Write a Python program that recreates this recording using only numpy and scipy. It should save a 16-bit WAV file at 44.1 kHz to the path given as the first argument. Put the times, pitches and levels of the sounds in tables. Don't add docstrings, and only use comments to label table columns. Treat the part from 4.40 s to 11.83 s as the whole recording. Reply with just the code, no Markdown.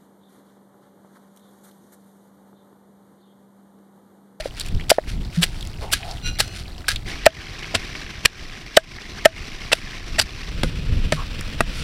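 import sys
import numpy as np
from scipy import signal
from scipy.fft import rfft, irfft, next_fast_len
from scipy.io import wavfile

SR = 44100
rng = np.random.default_rng(int(sys.argv[2]) if len(sys.argv) > 2 else 0)


def waveform_to_disk(signal):
    frames = np.transpose(np.atleast_2d(signal))
    scaled = np.clip(frames, -1, 1) * 32767
    samples = np.round(scaled).astype(np.int16)
    wavfile.write(sys.argv[1], SR, samples)


N = 327677
TIME = np.arange(N) / SR
CHILLI_FROM_S, FAR_FROM_S = 2.66, 6.11

# (peak time [s], level [dB], sink-in [s], die-away [s],
# tilt [dB/octave], pocket resonance [Hz], its lift [dB], fizz afterwards [dB])
CRUNCHES = [ (0.211, -27, .006, .006, 5, 4230, 14, -48), (0.5076, -5, 0.0125, 0.0039, 5, 4730, 3.5, -22),
            (1.032, -15, .019, 0.014, 4.5, 2830, 6.5, -30.5),
            (1.534, -12, 0.019, 0.007, 5.5, 3400, 2, -23.5),
            (2.006, -10.5, 0.019, 0.0054, 3.5, 4070, 5, -26.5),
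            (2.4834, -15, 0.0014, 0.0042, 5.5, 1510, 15, -45),
            (2.4886, -11, 0.0025, 0.0046, 4.5, 4600, 8, -25), (2.8646, -7, 0.0085, 0.0045, 1, 1980, 9, -54),
            (3.351, -12, 0.0069, 0.0092, 0, 4900, 0.5, -39), (3.8587, 0, 0.0081, 0.002, 1, 2620, 9, -56),
            (4.372, 1, 0.0057, 0.0022, 1.5, 1580, -16, -55),
            (4.857, -1.5, 0.0064, 0.0039, 2, 1920, 12, -50), (5.332, -5, .014, 0.0032, 0, 2690, 4.5, -26.5),
            (5.797, -10, .014, 0.0072, 2.5, 4930, 5, -43), (5.814, -15, 0.0021, 0.0094, 4.5, 4670, 8, -45),
            (6.234, -11, 0.0015, 0.003, 0.5, 1410, 13.5, -32),
            (6.7243, -8.5, 0.0027, 0.0026, 0, 2040, 12.5, -27.5),
            (7.207, -10.5, 0.0022, 0.0034, 5.5, 1272, 32, -45)]


def amp(db):
    return 10 ** (np.asarray(db) / 20)


def unit(x):
    return x / np.sqrt(np.mean(x ** 2) + 1e-20)


def eq_db(points, hz):
    f, db = np.transpose(points)
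    return np.interp(np.log(hz + 1), np.log(f + 1), db)


def fader(rows):
    s, db = np.transpose(rows)
    return amp(np.interp(TIME, s, db))


def add(mix, s, sound):
    start = round(s * SR)
    sound = sound[max(-start, 0):]
    part = mix[max(start, 0):][:len(sound)]
    part += sound[:len(part)]


def colour(x, db_of):
    size = next_fast_len(len(x), True)
    gain = amp(db_of(np.fft.rfftfreq(size, 1 / SR)))
    return unit(irfft(rfft(x, size) * gain, size)[:len(x)])


def noise(size, db_of):
    return colour(rng.standard_normal(size), db_of)


def hump(hz, centre, width):
    return 1 / (1 + (2 * (hz - centre) / width) ** 2)


def wander(size, rate_hz):
    return noise(size, lambda hz: -np.minimum((hz / rate_hz) ** 2, 100))


def cracks(size, per_s, spread_db):
    sizes = amp(spread_db * np.minimum(rng.exponential(1, size), 4)) * rng.choice([-1, 1], size)
    return unit(sizes * (rng.random(size) < per_s / SR))


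def flecks(per_s, low_hz, high_hz, spread_db, cycles, pitches=24):
    out = np.zeros(N)
    for hz in np.geomspace(low_hz, high_hz, pitches):
        progress = np.linspace(0, 1, int(cycles * SR / hz) + 3)
        fleck = np.sin(np.pi * progress ** .5) ** 2 * np.sin(2 * np.pi * cycles * progress)
        for at, weight, side in rng.random((int(per_s * N / SR / pitches), 3)):
            strength = amp(spread_db * min(-np.log(weight), 2))
            add(out, at * N / SR, np.sign(side - .5) * strength * fleck)
    return unit(out)


def air(flutter_db=1.8, swell_db=1.34):
    # (frequency [Hz], gain [dB])
    garlic_eq = [(150, 2), (250, -28), (282, -1), (348, 0), (421, -4.5), (492, -7.5), (748, -4.5),
                 (905, -9), (1170, -10.5), (1550, -12), (3280, -15.5), (4040, -12.5), (15900, -33)]
    chilli_eq = [(150, 1), (250, -2.5), (366, -1), (547, -12), (761, -6.5), (905, -14), (1040, -7),
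                 (1610, -10), (2240, -5.5), (2400, -6.5), (3160, -9.5), (6020, -12), (7420, -23),
                 (15100, -37), (15900, -57)]
    far_eq = [(150, -32), (250, -2.5), (292, -3), (393, -14.5), (451, -5), (788, -15.5), (1350, -11),
              (2240, -10), (2440, -5.5), (5150, -15), (5820, -16), (6570, -24), (7160, -24), (9300, -30),
              (15900, -39.5)]
    # (time [s], level [dB])
    ride = [(2.7, -35.5), (2.95, -40.5), (3.45, -37.5), (3.85, -40), (4.25, -41), (4.45, -42.5),
            (4.65, -40.5), (5.3, -38), (6.1, -39.5), (7.4, -38.5)]
    garlic, chilli, far = (noise(N, lambda hz: eq_db(eq, hz)) for eq in (garlic_eq, chilli_eq, far_eq))
    sparse = flecks(per_s=150, low_hz=1900, high_hz=5200, spread_db=5.5, cycles=7)
    dense = flecks(per_s=600, low_hz=1600, high_hz=5800, spread_db=5, cycles=15)
    dense = amp(-3.5) * colour(dense, lambda hz: .5 * eq_db(chilli_eq, hz))
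    first = amp(-44.5) * garlic + amp(-48.5) * sparse
    later = np.where(TIME < FAR_FROM_S, amp(0.5) * chilli + dense, amp(0.5) * far + .2 * dense)
    flutter = amp(flutter_db * wander(N, rate_hz=70) + swell_db * wander(N, rate_hz=12))
    return flutter * np.where(TIME < CHILLI_FROM_S, first, later * fader(ride))


def wind():
    # (frequency [Hz], gain [dB])
    rumble_eq = [(11, -31), (18, 0.5), (30, -1), (113, -13), (161, -16.5), (292, -27), (403, -35),
                 (435, -34), (601, -47), (700, -48), (910, -59), (1540, -120)]
    # (time [s], level [dB])
    breeze = [(0, -41.5), (.34, -21.5), (.62, -34.5), (.77, -22.5), (.92, -30), (1.6, -29.5), (2.13, -29.5),
              (2.35, -36.5), (2.62, -29), (3.0, -36.5), (4.55, -40), (5.55, -35), (5.75, -27.5),
              (5.98, -37.5), (6.28, -23.5), (6.66, -17), (6.82, -28), (7.43, -25.5)]
    eddies = noise(N, lambda hz: eq_db(rumble_eq, hz))
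    lumps = amp(2.8 * wander(N, rate_hz=6))
    return fader(breeze) * unit(eddies * lumps)


def hollow_tones():
    # (time [s], length [s], centre [Hz], width [Hz], level [dB])
    tones = [(1.402, 0.065, 650, 314, -33.5), (1.423, 0.11, 830, 170, -41.5), (1.575, 0.21, 740, 120, -38),
             (6.756, 0.097, 1120, 170, -35)]
    out = np.zeros(N)
    for s, length, centre_hz, width, db in tones:
        size = int(length * SR)
        tone = noise(size, lambda hz: 12 * np.log10(hump(hz, centre_hz, width)))
        add(out, s, amp(db) * tone * signal.windows.tukey(size, .7))
    return out


def squeak():
    # (time [s], pitch [Hz], level [dB])
    path = [(1.823, 1477, -47), (1.86, 1450, -27.5), (1.895, 1465, -30.5), (1.915, 1447, -45),
            (1.94, 1460, -41), (1.998, 1476, -47), (2.12, 1526, -43), (2.17, 1520, -54)]
    # (multiple of the pitch, relative level [dB])
    partials = [(1, 6), (1.7, 7), (1.92, 12.5), (2.2, 1), (2.76, 13.5), (2.9, 3), (4, 10), (5.06, -2),
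                (6.3, -9), (7, -20), (7.6, -18), (8.4, -17), (9, -14)]
    s, pitch_hz, db = np.transpose(path)
    out, t = np.zeros(N), np.arange(s[0], s[-1], 1 / SR)
    jitter = .011 * wander(len(t), rate_hz=400)
    phase = 2 * np.pi * np.cumsum(np.interp(t, s, pitch_hz) * (1 + jitter)) / SR
    tone = sum(amp(part_db + 1.8 * wander(len(t), rate_hz=63)) * np.sin(k * phase)
               for k, part_db in partials)
    stutter = amp(3.5 * wander(len(t), rate_hz=60))
    add(out, s[0], amp(np.interp(t, s, db)) * unit(tone * stutter))
    return out


def rustle(sizzle_db=6, fizz_rise_s=0.0086, fizz_fade_s=0.029, swell_share=0.38):
    # (frequency [Hz], gain [dB])
    skin_eq = [(590, -25), (1000, -31), (1320, -3.5), (2050, -5.5), (4300, -4.5), (6610, -11.5),
               (7770, -18), (8830, -16), (12800, -30), (15900, -34)]
    # (peak time [s], level [dB], length [s])
    drags = [(0.005, -34, 0.018), (0.055, -38.5, 0.049), (0.182, -39.5, 0.064), (0.264, -41, 0.047),
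             (0.699, -36.5, 0.057), (0.962, -36.5, 0.075), (1.16, -45.5, 0.14), (1.428, -42.5, 0.083),
             (1.687, -42, 0.15), (1.874, -36.5, 0.049), (2.167, -36.5, 0.093), (2.513, -28.5, 0.021),
             (2.692, -40, 0.064), (3.425, -51, 0.064), (7.377, -34.5, 0.11)]
    crackle = cracks(N, per_s=5500, spread_db=5) + .5 * cracks(N, per_s=450, spread_db=4)
    grain = colour(crackle, lambda hz: eq_db(skin_eq, hz) + sizzle_db * hump(hz, 11100, 3720))
    stir, t = np.zeros(N), np.arange(SR // 3) / SR
    for s, *_, fizz_db in CRUNCHES:
        add(stir, s, amp(fizz_db) * np.minimum(t / fizz_rise_s, 1) * np.exp(-t / fizz_fade_s))
    t = np.arange(-SR // 3, SR // 3) / SR
    for s, db, length in drags:
        slope_s = length * np.where(t < 0, swell_share, 1 - swell_share)
        add(stir, s + t[0], amp(db) * np.exp(-(t / slope_s) ** 2))
    return grain * stir


def ticks(body_trim_db=-7, edge_trim_db=3, body_decay_s=0.0035, edge_decay_s=0.00092):
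    # (time [s], body before trim [dB], centre [Hz], edge before trim [dB])
    snaps = [(0.198, -17.5, 4480, -22), (0.2077, -17, 3900, -28), (0.263, -29, 2960, -31),
             (0.286, -25, 2970, -29.5), (0.409, -19.5, 2840, -45), (0.849, -27.5, 4200, -54),
             (1.0303, 0, 3100, -24), (1.2089, -24, 3680, -35), (1.2266, -24, 3120, -35),
             (1.251, -26, 2800, -33.5), (1.273, -31, 3060, -31), (1.6296, -19, 2480, -55),
             (1.711, -17.5, 4900, -42), (2.078, -26, 2776, -32.5), (2.4425, -25.5, 1660, -56),
             (2.5596, -11, 3570, -25.5), (3.243, -18.5, 2270, -56), (3.5513, -17, 2250, -54),
             (4.5842, -20, 1930, -60), (7.01, -18, 1800, -28)]
    out, t = np.zeros(N), np.arange(SR // 40) / SR
    for s, body_db, centre_hz, edge_db in snaps:
        body = noise(len(t), lambda hz: 22 * np.log10(hump(hz, centre_hz, 0.48 * centre_hz)))
        edge = noise(len(t), lambda hz: 30 * np.log10(hump(hz, 7200, 9000)))
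        attack = np.minimum(t * centre_hz / 2, 1)
        decay = np.exp(-t / body_decay_s) + 0.066 * np.exp(-t / 0.015)
        add(out, s, amp(body_db + body_trim_db) * body * attack * decay)
        add(out, s, amp(edge_db + edge_trim_db) * edge * np.exp(-t / edge_decay_s))
    return out


def bumps():
    # (frequency [Hz], relative level [dB], t60 [s])
    foot = [(239, -1.5, 0.062), (337, -2.5, 0.04), (455, -1.5, 0.028)]
    # (time [s], rocking level [dB], frequency [Hz], swell [s], foot thud [dB])
    hits = [(0.973, -11.5, 169.6, 0.013, -41), (2.862, -18, 95, 0.0048, -30), (3.35, -24, 94, .01, -24),
            (3.852, -17, 107, 0.0032, -37), (5.792, -24.5, 94, 0.0093, -31),
            (6.235, -25, 157.5, 0.015, -13), (6.724, -20, 151, 0.012, -16.5), (7.207, -27, 149, 0.014, -15)]
    out, t = np.zeros(N), np.arange(SR // 5) / SR
    thud = sum(amp(db - 60 * t / t60) * np.sin(2 * np.pi * hz * t) for hz, db, t60 in foot)
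    for s, db, hz, swell, thud_db in hits:
        rock = t / swell * np.exp(1 - t / swell) * np.sin(2 * np.pi * hz * t)
        add(out, s, amp(db) * rock + amp(thud_db) * thud)
    return out


def pestle(bending_hz=1645, t60_s=0.06):
    # (time [s], level [dB])
    rings = [(1.536, -19), (2.001, -22), (2.4831, -13), (2.509, -23), (2.8658, -19), (3.86, -24),
             (4.3704, -10), (7.206, -20)]
    out, t = np.zeros(N), np.arange(SR // 6) / SR
    ring = amp(-60 * t / t60_s) * np.sin(2 * np.pi * bending_hz * t)
    for s, db in rings:
        add(out, s, amp(db) * ring)
    return out


def knocks(attack_s=0.0023):
    # (base frequency [Hz], relative level [dB], base t60 [s])
    wood = [(470, -25, 0.0099), (612, 1.5, 0.014), (618, 7.5, 0.027), (764, -7.5, 0.018), (865, -56, 0.005),
            (1288, -9.5, 0.03), (1526, -15.5, 0.043), (1781, -8, 0.027), (2500, -22, 0.033),
            (637, -20, 0.12)]
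    # (time [s], level [dB], pitch factor, ring-time factor, tilt [dB/octave],
    # frequency favoured by the spot struck [Hz], its lift [dB])
    strikes = [ (0, -29.5, 1.01, 2.6, -13, 1600, -2), (.0572, -9.5, .87, 0.56, -12, 895, -9),
               (.5158, 11, 1.01, 0.44, -4, 900, -2), (.5842, 6, 0.97, 0.4, -2.5, 1900, 4.5),
               (2.8652, 10, 1.01, 0.73, 2, 1570, 2), (3.3415, -12.5, 1.04, 0.55, -6, 800, -8),
               (3.853, -24, 1.1, 0.36, -10, 800, 12), (4.3724, 8, 1.01, 0.62, -1.5, 1600, 14),
               (4.8563, 10, 1.017, .85, 3, 1250, -2.5), (5.3175, -14, 1.1, 0.24, 17.5, 1300, 6),
               (5.3305, -19, 1.055, 1.45, -8, 1300, -9), (5.784, -21, 1.06, 1.5, 13.5, 800, -4),
               (6.2345, -22.5, .82, 2.3, 8, 1330, -10), (6.7245, -17.5, 0.99, 1.2, 0, 1800, 13),
               (7.2055, -21, 1.064, 0.77, 16.5, 855, 26.5)]
    out, t = np.zeros(N), np.arange(SR // 6) / SR
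    for s, db, pitch, ring, tilt_db, spot_hz, lift_db in strikes:
        for hz, mode_db, t60 in wood:
            tone_db = tilt_db * np.log2(hz / 628) + lift_db * hump(hz, spot_hz, .5 * spot_hz)
            decay = amp(db + mode_db + tone_db - 60 * t / (t60 * ring))
            mode = decay * np.sin(2 * np.pi * hz * pitch * t)
            add(out, s, mode * (1 - np.exp(-t / attack_s)))
    return out


def crunches(touch_share=0.24, jerk_db=3.5):
    # (frequency [Hz], gain [dB])
    garlic_eq = [(120, -36), (200, -11), (394, 3), (708, 6), (1040, -4), (1610, 4.5), (2460, 1), (2900, 1),
                 (4500, -1), (5820, -5.5), (6500, -10.5), (8090, -7.5), (10800, -14), (15900, -30)]
    chilli_eq = [(120, -56), (200, -13.5), (366, -13), (658, -4.5), (1120, -10.5), (1940, -4), (2240, -8.5),
                 (2650, -5), (3750, -6), (5030, -11), (6260, -16.5), (7800, -15), (12300, -28.5),
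                 (15900, -45)]
    out, t = np.zeros(N), np.arange(-1500, 4500) / SR
    for s, db, sink, fall, tilt_db, pocket_hz, lift_db, _ in CRUNCHES:
        food_eq = garlic_eq if s < CHILLI_FROM_S else chilli_eq
        bursts = cracks(len(t), per_s=9000, spread_db=0.5)
        grain = colour(bursts, lambda hz: eq_db(food_eq, hz) + tilt_db * np.log2((hz + 300) / 3000)
                       + lift_db * hump(hz, pocket_hz, 0.17 * pocket_hz))
        depth = np.clip(1 + t / sink, 0, 1)
        build = touch_share * depth ** 0.18 + (1 - touch_share) * depth ** 3
        press = np.where(t < 0, build, np.exp(-(t / fall) ** 2))
        jerks = unit(amp(jerk_db * wander(len(t), rate_hz=280)))
        settle = amp(-30.5) * np.exp(-abs(t) / np.where(t < 0, .009, .018))
        add(out, s + t[0], amp(db) * grain * (press * jerks + settle))
    return out


def scene():
    pounding = crunches() + knocks() + pestle() + bumps() + ticks() + rustle()
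    return (pounding + air() + wind() + hollow_tones() + squeak())[None]


def record(dry, threshold_db=-4, deepest_db=10, recover_db_per_s=80, attack_s=0.018, top_hz=16000):
    size = 2 * next_fast_len(N, True)
    notch = amp(-7 * hump(np.fft.rfftfreq(size, 1 / SR), centre=6510, width=330))
    x = irfft(rfft(dry[0], size) * notch)[:N]
    over_db = np.clip(20 * np.log10(abs(x) + 1e-9) - threshold_db, 0, deepest_db)
    held_db = np.maximum.accumulate(over_db + recover_db_per_s * TIME) - recover_db_per_s * TIME
    pole = np.exp(-1 / (attack_s * SR))
    duck_db = signal.lfilter([1 - pole], [1, -pole], held_db)
    clipped = np.clip(x * amp(-duck_db), -1, 1)
    low_pass = signal.firwin(255, top_hz, window=("kaiser", 7), fs=SR)
    return signal.oaconvolve(clipped, low_pass, "same")[None]


dry = scene()
out = record(dry)
waveform_to_disk(out)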